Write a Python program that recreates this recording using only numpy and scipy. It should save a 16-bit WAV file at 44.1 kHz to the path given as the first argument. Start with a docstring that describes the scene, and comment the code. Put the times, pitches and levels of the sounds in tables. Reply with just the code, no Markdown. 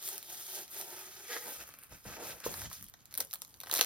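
"""Unrolling a stiff canvas.

Hands twist and unroll a canvas with a plastic film, flap it onto a wooden table and pick at its corner.
Dense tiny slips make the rustle; the hollow roll rings under it until the sheet lies flat.
Creases snap, the swinging sheet puffs air, landings ring the table. Quiet room, two-port microphone."""
import sys
import numpy as np
from scipy import signal
from scipy.fft import rfft, irfft
from scipy.io import wavfile
from scipy.ndimage import uniform_filter1d

SR = 44100
rng = np.random.default_rng(int(sys.argv[2]) if len(sys.argv) > 2 else 0)


def unload_wav(signal):
    """Save mono or channel-first audio to the path in sys.argv[1] as 16-bit WAV at rate SR, clipped to [-1, 1]."""
    wavfile.write(
        sys.argv[1],
        SR,
        np.round(np.clip(np.atleast_2d(signal).T, -1, 1) * 32767).astype(np.int16),
    )


N = 169785
TIME_S = np.arange(N) / SR
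BINS_HZ = np.fft.rfftfreq(N, 1 / SR)


def amp(db):
    return 10 ** (np.asarray(db) / 20)


def unit_rms(x):
    return x / np.sqrt(np.mean(x ** 2) + 1e-20)


def ramp(start_s, length_s):
    return np.clip((TIME_S - start_s) / length_s, 0, 1)


def curve_at(points, hz):
    """Table value, interpolated over log frequency."""
    points_hz, values = np.transpose(points)
    return np.interp(np.log(hz + 1), np.log(points_hz + 1), values)


def envelope(table, column=1):
    """Gain over time from one dB column."""
    rows = np.array(table)
    return amp(np.interp(TIME_S, rows[:, 0], rows[:, column]))


def band_taps(spectrum):
    """Minimum-phase filter of unit energy."""
    hz = np.abs(np.fft.fftfreq(4096, 1 / SR))
    points_hz, db = np.transpose(spectrum)
    log_gain = np.log(amp(np.interp(np.log(hz + 1), np.log(points_hz), db, left=-70, right=-70)))
    phase = -signal.hilbert(log_gain).imag
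    taps = np.fft.ifft(np.exp(log_gain + 1j * phase)).real[:2048]
    return taps / np.linalg.norm(taps)


def shaped(x, spectrum):
    return unit_rms(signal.oaconvolve(x, band_taps(spectrum))[:N])


def resonate(x, hz, width_hz):
    carrier = np.exp(2j * np.pi * hz * TIME_S)
    pole = np.exp(-np.pi * width_hz / SR)
    return 2 * (carrier * signal.lfilter([1 - pole], [1, -pole], x / carrier)).real


# hush spectrum: f/Hz, relative level/dB
HUSH_SPECTRUM = [(15, -46), (25, 0), (124, 10), (524, -5), (1220, -1.5), (2400, -9.5), (4480, -16),
                 (8370, -22), (13600, -4.5), (16500, -30)]
def room_hush(level_db=-67):
    """Steady room noise, partly shared by both sides."""
    shared, left, right = rng.standard_normal((3, N))
    noise = np.array([shared + 1.46 * left, shared + 2.03 * right])
    hush = irfft(rfft(noise) * amp(curve_at(HUSH_SPECTRUM, BINS_HZ)), N)
    return amp(level_db) * unit_rms(hush)


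# room decay: f/Hz, T60/s
ROOM_T60 = [(200, 0.28), (5000, 0.081), (14000, 0.071)]
# reverb against direct sound: f/Hz, level/dB
ROOM_WET = [(250, -7), (4000, -4), (12000, -5)]
def room_reverb(x, gap=20):
    """Sparse reflections of random sign, separate per side; each band dies at its own rate."""
    taps = np.zeros((2, SR // 2))
    slots = np.arange(120, SR // 2 - gap, gap)
    arrivals = slots + rng.integers(0, gap, (2, len(slots)))
    np.put_along_axis(taps, arrivals, rng.choice([-1., 1.], arrivals.shape), 1)
    hz, t, spectra = signal.stft(taps, SR, nperseg=256)
    decay = amp(-60 * t / curve_at(ROOM_T60, hz)[:, None])
    decay *= (amp(curve_at(ROOM_WET, hz)) / np.linalg.norm(decay, axis=1))[:, None]
    tail = signal.istft(spectra * decay, SR, nperseg=256)[1] * np.sqrt(gap / 128)
    return signal.fftconvolve(x[None], tail, axes=1)[:, :N]


# left port ahead of right: f/Hz, phase/rad
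PORT_LEAD = [(100, -.1), (800, -.4), (2800, -.8), (4300, .1), (5800, -2.2), (7700, -2.9), (9300, -1.2),
             (11000, -.1), (13700, .3), (15500, 1.6)]
def mic_ports(x):
    """Direct sound reaches the two ports with a phase lead between them."""
    half_lead = np.exp(.5j * curve_at(PORT_LEAD, BINS_HZ))
    return irfft(rfft(x) * np.array([half_lead, 1 / half_lead]), N)


# sheet edges against its middle: f/Hz, level/dB
EDGE_GAIN = [(100, -14), (300, -7.5), (1000, -18), (4000, -2.5), (12000, -29.5)]
def far_edges(x):
    """Sound from the sheet's far edges reaches the ports in opposite polarity."""
    side = irfft(rfft(x) * amp(curve_at(EDGE_GAIN, BINS_HZ)), N)
    return np.array([side, -side])


# puff envelope: t/s, level/dB
PUFFS = [(1.55, -67), (1.66, -67.5), (1.885, -86), (1.91, -61), (1.945, -53), (2.02, -95), (2.062, -49.5),
         (2.18, -70), (2.31, -58), (2.43, -77), (2.47, -45), (2.55, -61), (2.68, -47.5), (2.74, -73),
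         (2.81, -56.5), (2.86, -58), (2.92, -84.5), (3.22, -64), (3.3, -77), (3.85, -66.5)]
# puff spectrum: f/Hz, relative level/dB
PUFF_SPECTRUM = [(20, -15), (45, -3.5), (80, 0.5), (135, -7), (200, -10), (330, -18)]
def air_puffs():
    """The swinging sheet pushes air in low, lumpy puffs."""
    fade_in = ramp(PUFFS[0][0], length_s=.04)
    return fade_in * envelope(PUFFS) * shaped(rng.standard_normal(N), PUFF_SPECTRUM)


# sheet or fingers landing: t/s, level/dB
LANDINGS = [(2.053, -46.5), (2.4631, -25.5), (3.193, -45), (3.8128, -32.5)]
# table top modes: f/Hz, gain/dB, T60/s
TABLE_MODES = [(465, 7, 0.021), (980, 2.5, 0.015)]
def table_knocks(rise_s=.001):
    """Each landing rings the wooden top briefly."""
    out = np.zeros(N)
    for start_s, knock_db in LANDINGS:
        t = np.maximum(TIME_S - start_s, 0)
        attack = 1 - np.exp(-t / rise_s)
        for hz, mode_db, t60_s in TABLE_MODES:
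            out += attack * amp(knock_db + mode_db - 60 * t / t60_s) * np.sin(2 * np.pi * hz * t)
    return out


# snaps, energy as 1 ms at each level: t/s, treble/dB, middle/dB, low/dB
CREASE_SNAPS = [(0.0262, -37.5, -46.0, -59.5), (0.0772, -34.0, -37.5, -51.0), (0.0881, -28.0, -38.5, -47.0),
                (0.1799, -32.5, -39.0, -53.0), (0.228, -39.5, -43.5, -59.5), (0.302, -40.0, -45.5, -48.5),
                (0.6793, -48.0, -50.5, -63.5), (0.7146, -42.0, -55.0, -63.5), (0.8126, -33.0, -37.0, -45.0),
                (1.3653, -47.0, -39.5, -33.5), (1.8354, -43.0, -53.5, -61.0), (2.4025, -40.5, -47.0, -53.5),
                (2.4405, -47.5, -38.5, -43.5), (2.5402, -40.5, -36.0, -38.0), (2.6176, -40.0, -46.0, -40.5),
                (2.7006, -44.5, -52.0, -56.5), (2.7134, -48.0, -46.5, -40.0), (2.7297, -36.5, -45.0, -59.0),
                (2.8426, -44.0, -54.5, -66.0), (2.8851, -44.0, -54.0, -69.5), (2.8981, -44.0, -63.0, -69.5),
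                (2.9392, -49.5, -45.5, -47.5), (3.0559, -46.5, -50.0, -68.5), (3.1258, -46.5, -49.5, -53.5),
                (3.1407, -34.0, -37.0, -50.0), (3.1516, -37.0, -41.0, -53.0), (3.1762, -22.5, -38.0, -45.0),
                (3.1817, -27.5, -40.5, -48.5), (3.2037, -24.5, -27.5, -37.0), (3.207, -24.0, -31.0, -40.5),
                (3.3108, -44.0, -41.0, -67.5), (3.33, -38.5, -37.5, -48.0), (3.3369, -26.0, -37.5, -44.5),
                (3.3449, -35.0, -48.5, -52.5), (3.3565, -39.5, -45.0, -50.0), (3.419, -32.0, -36.5, -47.0),
                (3.4487, -45.5, -45.0, -56.5), (3.5414, -54.0, -47.5, -59.0), (3.6027, -35.0, -40.5, -62.0),
                (3.6127, -40.5, -44.5, -53.0), (3.6341, -43.5, -42.0, -39.5), (3.6385, -42.5, -44.0, -45.5),
                (3.6699, -48.0, -43.0, -40.0), (3.6972, -40.0, -41.5, -36.5), (3.713, -27.0, -25.0, -38.0),
                (3.7327, -31.0, -32.5, -32.0), (3.7391, -19.0, -27.0, -35.0), (3.7507, -25.5, -27.5, -36.0),
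                (3.7591, -28.5, -30.0, -37.5), (3.7623, -30.5, -30.0, -41.0), (3.7666, -28.5, -32.5, -44.5),
                (3.7741, -26.5, -30.0, -46.0), (3.7811, -29.5, -29.5, -39.0), (3.7893, -29.0, -28.5, -40.0),
                (3.7962, -30.5, -32.0, -35.5), (3.8109, -17.0, -14.0, -25.0), (3.8164, -25.5, -30.5, -46.5),
                (3.8275, -28.0, -28.5, -46.5), (3.8374, -33.5, -32.0, -43.0)]
# band spectra, treble shared with the rustle: f/Hz, relative level/dB
TREBLE_BAND = [(5600, -75), (7500, -0.5), (10100, -0.5), (14300, 2), (16000, -5.5), (16500, -67)]
SNAP_MIDDLE_BAND = [(1500, -25), (2100, -2), (2950, -7), (4000, 4), (5000, 0), (5900, 4), (7500, -7),
                    (9500, -18)]
SNAP_LOW_BAND = [(400, -6), (650, 2), (1100, 2), (1900, 2), (2600, -30)]
# treble, middle, low: T60/s
SNAP_DECAYS_S = [0.0042, 0.0045, 0.018]
def crease_snaps(rise_s=.0001):
    """Each crease gives a sharp noise burst; the low band rings longest."""
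    out = np.zeros(N + 4096)
    t = np.arange(2048) / SR
    bursts = rng.standard_normal((len(CREASE_SNAPS), len(t))) * (1 - np.exp(-t / rise_s))
    filters = [band_taps(band) for band in (TREBLE_BAND, SNAP_MIDDLE_BAND, SNAP_LOW_BAND)]
    for (start_s, *levels_db), burst in zip(CREASE_SNAPS, bursts):
        for db, taps, t60_s in zip(levels_db, filters, SNAP_DECAYS_S):
            snap = signal.fftconvolve(burst * amp(-60 * t / t60_s), taps)
            snap *= np.sqrt(SR / 1000) / np.linalg.norm(snap)
            out[round(start_s * SR):][:len(snap)] += amp(db) * snap
    return out[:N]


def slips(per_s, spread_db, hiss, t60_s=.0031, shapes=12):
    """Tiny uneven slips of the coated surface over a hiss."""
    decay = amp(-60 * np.arange(400) / SR / t60_s)
    sizes = amp(spread_db * np.minimum(rng.exponential(1, N), 4))
    impulses = sizes * (rng.random(N) < per_s / SR)
    shape_ids = rng.integers(0, shapes, N)
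    ticks = np.zeros(N)
    for shape in range(shapes):
        tick = rng.standard_normal(len(decay)) * decay
        ticks += signal.oaconvolve(impulses * (shape_ids == shape), tick)[:N]
    return (1 - hiss) * unit_rms(ticks) + hiss * rng.standard_normal(N)


def moving_folds(x, depth_db=1.5):
    """Broad patches of the spectrum swell and sink as the folds move."""
    spectra = signal.stft(x, nperseg=256)[2]
    patches = rng.standard_normal(spectra.shape[::-1]).T
    patches = uniform_filter1d(patches, size=24, axis=0)
    patches = unit_rms(uniform_filter1d(patches, size=6, axis=1))
    return signal.istft(spectra * amp(depth_db * patches), nperseg=256)[1][:N]


# sheet hanging free, then under the fingers: start/s, end/s
CRACKLE_SPANS = [(1.64, 1.89), (2.8, 3.85)]
def friction():
    """Dense slips under sliding palms; sparser, more uneven ones while the sheet only crackles."""
    crackling = sum((TIME_S > start_s) & (TIME_S < end_s) for start_s, end_s in CRACKLE_SPANS)
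    crackle = slips(per_s=400, spread_db=5, hiss=.3)
    slide = slips(per_s=2000, spread_db=3, hiss=.47)
    return moving_folds(np.where(crackling, crackle, slide))


def air_column(drive, modes):
    """Slips ring the air in the roll, two resonators in series per mode."""
    rings = (amp(db) * resonate(resonate(drive, hz, width_hz), hz, width_hz)
             for hz, width_hz, db in modes)
    return unit_rms(sum(rings))


# sheet body spectrum: f/Hz, relative level/dB
BODY_BAND = [(130, -19), (260, -1), (480, 1), (950, -1), (1400, -25)]
# air column modes, tight and sprung open: f/Hz, width/Hz, relative level/dB
TIGHT_MODES = [(388, 100, 0)]
LOOSE_MODES = [(483.4, 36, 8.5), (859, 28, 1), (1252, 21, -1), (1652, 106, -1.5), (1910, 250, -0.5)]
def sheet_body(drive, opens_s=1.26, flat_s=1.43, change_s=.03, cutoff_hz=290, loose_db=8):
    """Rolled, the sheet lacks bass and rings as a tube; it springs open, then lies flat."""
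    opened, flat = ramp(opens_s, change_s), ramp(flat_s, change_s)
    tight, loose = 1 - opened, opened - flat
    flat_sheet = shaped(drive, BODY_BAND)
    rolled_sheet = signal.sosfilt(signal.butter(4, cutoff_hz, "high", fs=SR, output="sos"), flat_sheet)
    body = flat * flat_sheet + (1 - flat) * rolled_sheet
    body += tight * air_column(drive, TIGHT_MODES)
    body += loose * amp(loose_db) * air_column(drive, LOOSE_MODES)
    power = 1 + tight + loose * amp(loose_db) ** 2
    return body / np.sqrt(power)


# unrolling, then picking: t/s, treble/dB, upper middle/dB, lower middle/dB, body/dB
UNROLL_STROKES = [(0, -55, -54.5, -64.5, -65), (0.06, -40.5, -45, -57.5, -57),
                  (0.17, -47.5, -52, -59.5, -53.5), (0.21, -57, -59, -65, -67),
                  (0.27, -53.5, -54.5, -69, -60.5), (0.32, -46.5, -49.5, -59, -54),
                  (0.45, -48.5, -53, -64.5, -64.5), (0.55, -43, -46, -57.5, -50.5),
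                  (0.62, -47, -49.5, -56.5, -50), (0.675, -63, -62.5, -71.5, -72),
                  (0.72, -48, -54, -62.5, -64), (0.79, -43.5, -48.5, -57, -51.5),
                  (0.86, -50, -54.5, -62.5, -52.5), (1.0, -51, -53, -56.5, -55.5),
                  (1.1, -56, -55.5, -61.5, -61), (1.28, -53.5, -54.5, -57.5, -57),
                  (1.31, -47.5, -45, -50.5, -46), (1.37, -44.5, -46, -51.5, -40.5),
                  (1.395, -49.5, -51, -65, -57), (1.44, -47.5, -53.5, -55, -51),
                  (1.49, -44.5, -48.5, -55, -50.5), (1.53, -45, -51.5, -57, -57),
                  (1.58, -52, -56, -59.5, -64.5), (1.618, -50, -51, -50.5, -52),
                  (1.65, -56.5, -58, -61, -67), (1.8, -63, -67, -66.5, -75.5),
                  (1.835, -55.5, -66, -59, -75), (1.89, -65, -70, -72, -76), (1.925, -57, -56.5, -57, -56),
                  (1.97, -60, -64.5, -65, -68.5), (2.03, -65, -68, -76, -99),
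                  (2.06, -54.5, -56, -56, -53.5), (2.13, -53, -51, -51.5, -57),
                  (2.19, -58.5, -57.5, -57.5, -51), (2.24, -47, -50, -52, -48.5),
                  (2.32, -49, -50, -52, -52.5), (2.36, -57, -60, -64, -59.5), (2.43, -63.5, -61, -59, -69),
                  (2.455, -38.5, -40.5, -45.5, -52), (2.49, -50, -48.5, -56, -51.5),
                  (2.55, -44.5, -53.5, -53.5, -57), (2.66, -50.5, -47.5, -54.5, -54.5),
                  (2.69, -65, -63, -70, -77), (2.73, -48.5, -51, -60, -65.5),
                  (2.845, -58.5, -61.5, -70, -85), (2.87, -66, -70, -94, -104)]
PICK_STROKES = [(2.89, -76, -70.5, -83, -105), (3.11, -70, -70, -77, -85), (3.21, -47, -54, -58, -53.5),
                (3.28, -58, -62, -77, -86), (3.59, -66, -69.5, -85, -74.5), (3.776, -40, -43, -50, -49.5),
                (3.85, -41, -42, -47, -49.5)]
# band spectra: f/Hz, relative level/dB
UPPER_MIDDLE_BAND = [(2200, -59), (3000, -5.5), (4200, -7.5), (5800, -3.5), (7500, -2), (9500, -42.5)]
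LOWER_MIDDLE_BAND = [(800, -26), (1150, 9), (2000, 5.5), (2700, 6.5), (3500, -49)]
def rustle():
    """Slips drive four bands, each swelling with the hand strokes."""
    drive = friction()
    strokes = list(UNROLL_STROKES) + list(PICK_STROKES)
    bands = [shaped(drive, band) for band in (TREBLE_BAND, UPPER_MIDDLE_BAND, LOWER_MIDDLE_BAND)]
    bands.append(sheet_body(drive))
    return sum(envelope(strokes, column) * band for column, band in enumerate(bands, start=1))


def scene():
    """Canvas and table in the centre, independent edge sound for width, the room around them."""
    centre = rustle() + air_puffs() + crease_snaps() + table_knocks()
    edges = rustle() + air_puffs() + amp(-8) * crease_snaps()
    return mic_ports(centre) + far_edges(edges) + room_reverb(centre) + room_hush()


def record(dry):
    """Steep low-pass band limit."""
    cutoff_hz = 16300
    taps = signal.firwin(511, cutoff_hz, window=("kaiser", 9), fs=SR)
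    return signal.oaconvolve(dry, taps[None], "same")


dry = scene()
out = record(dry)
unload_wav(out)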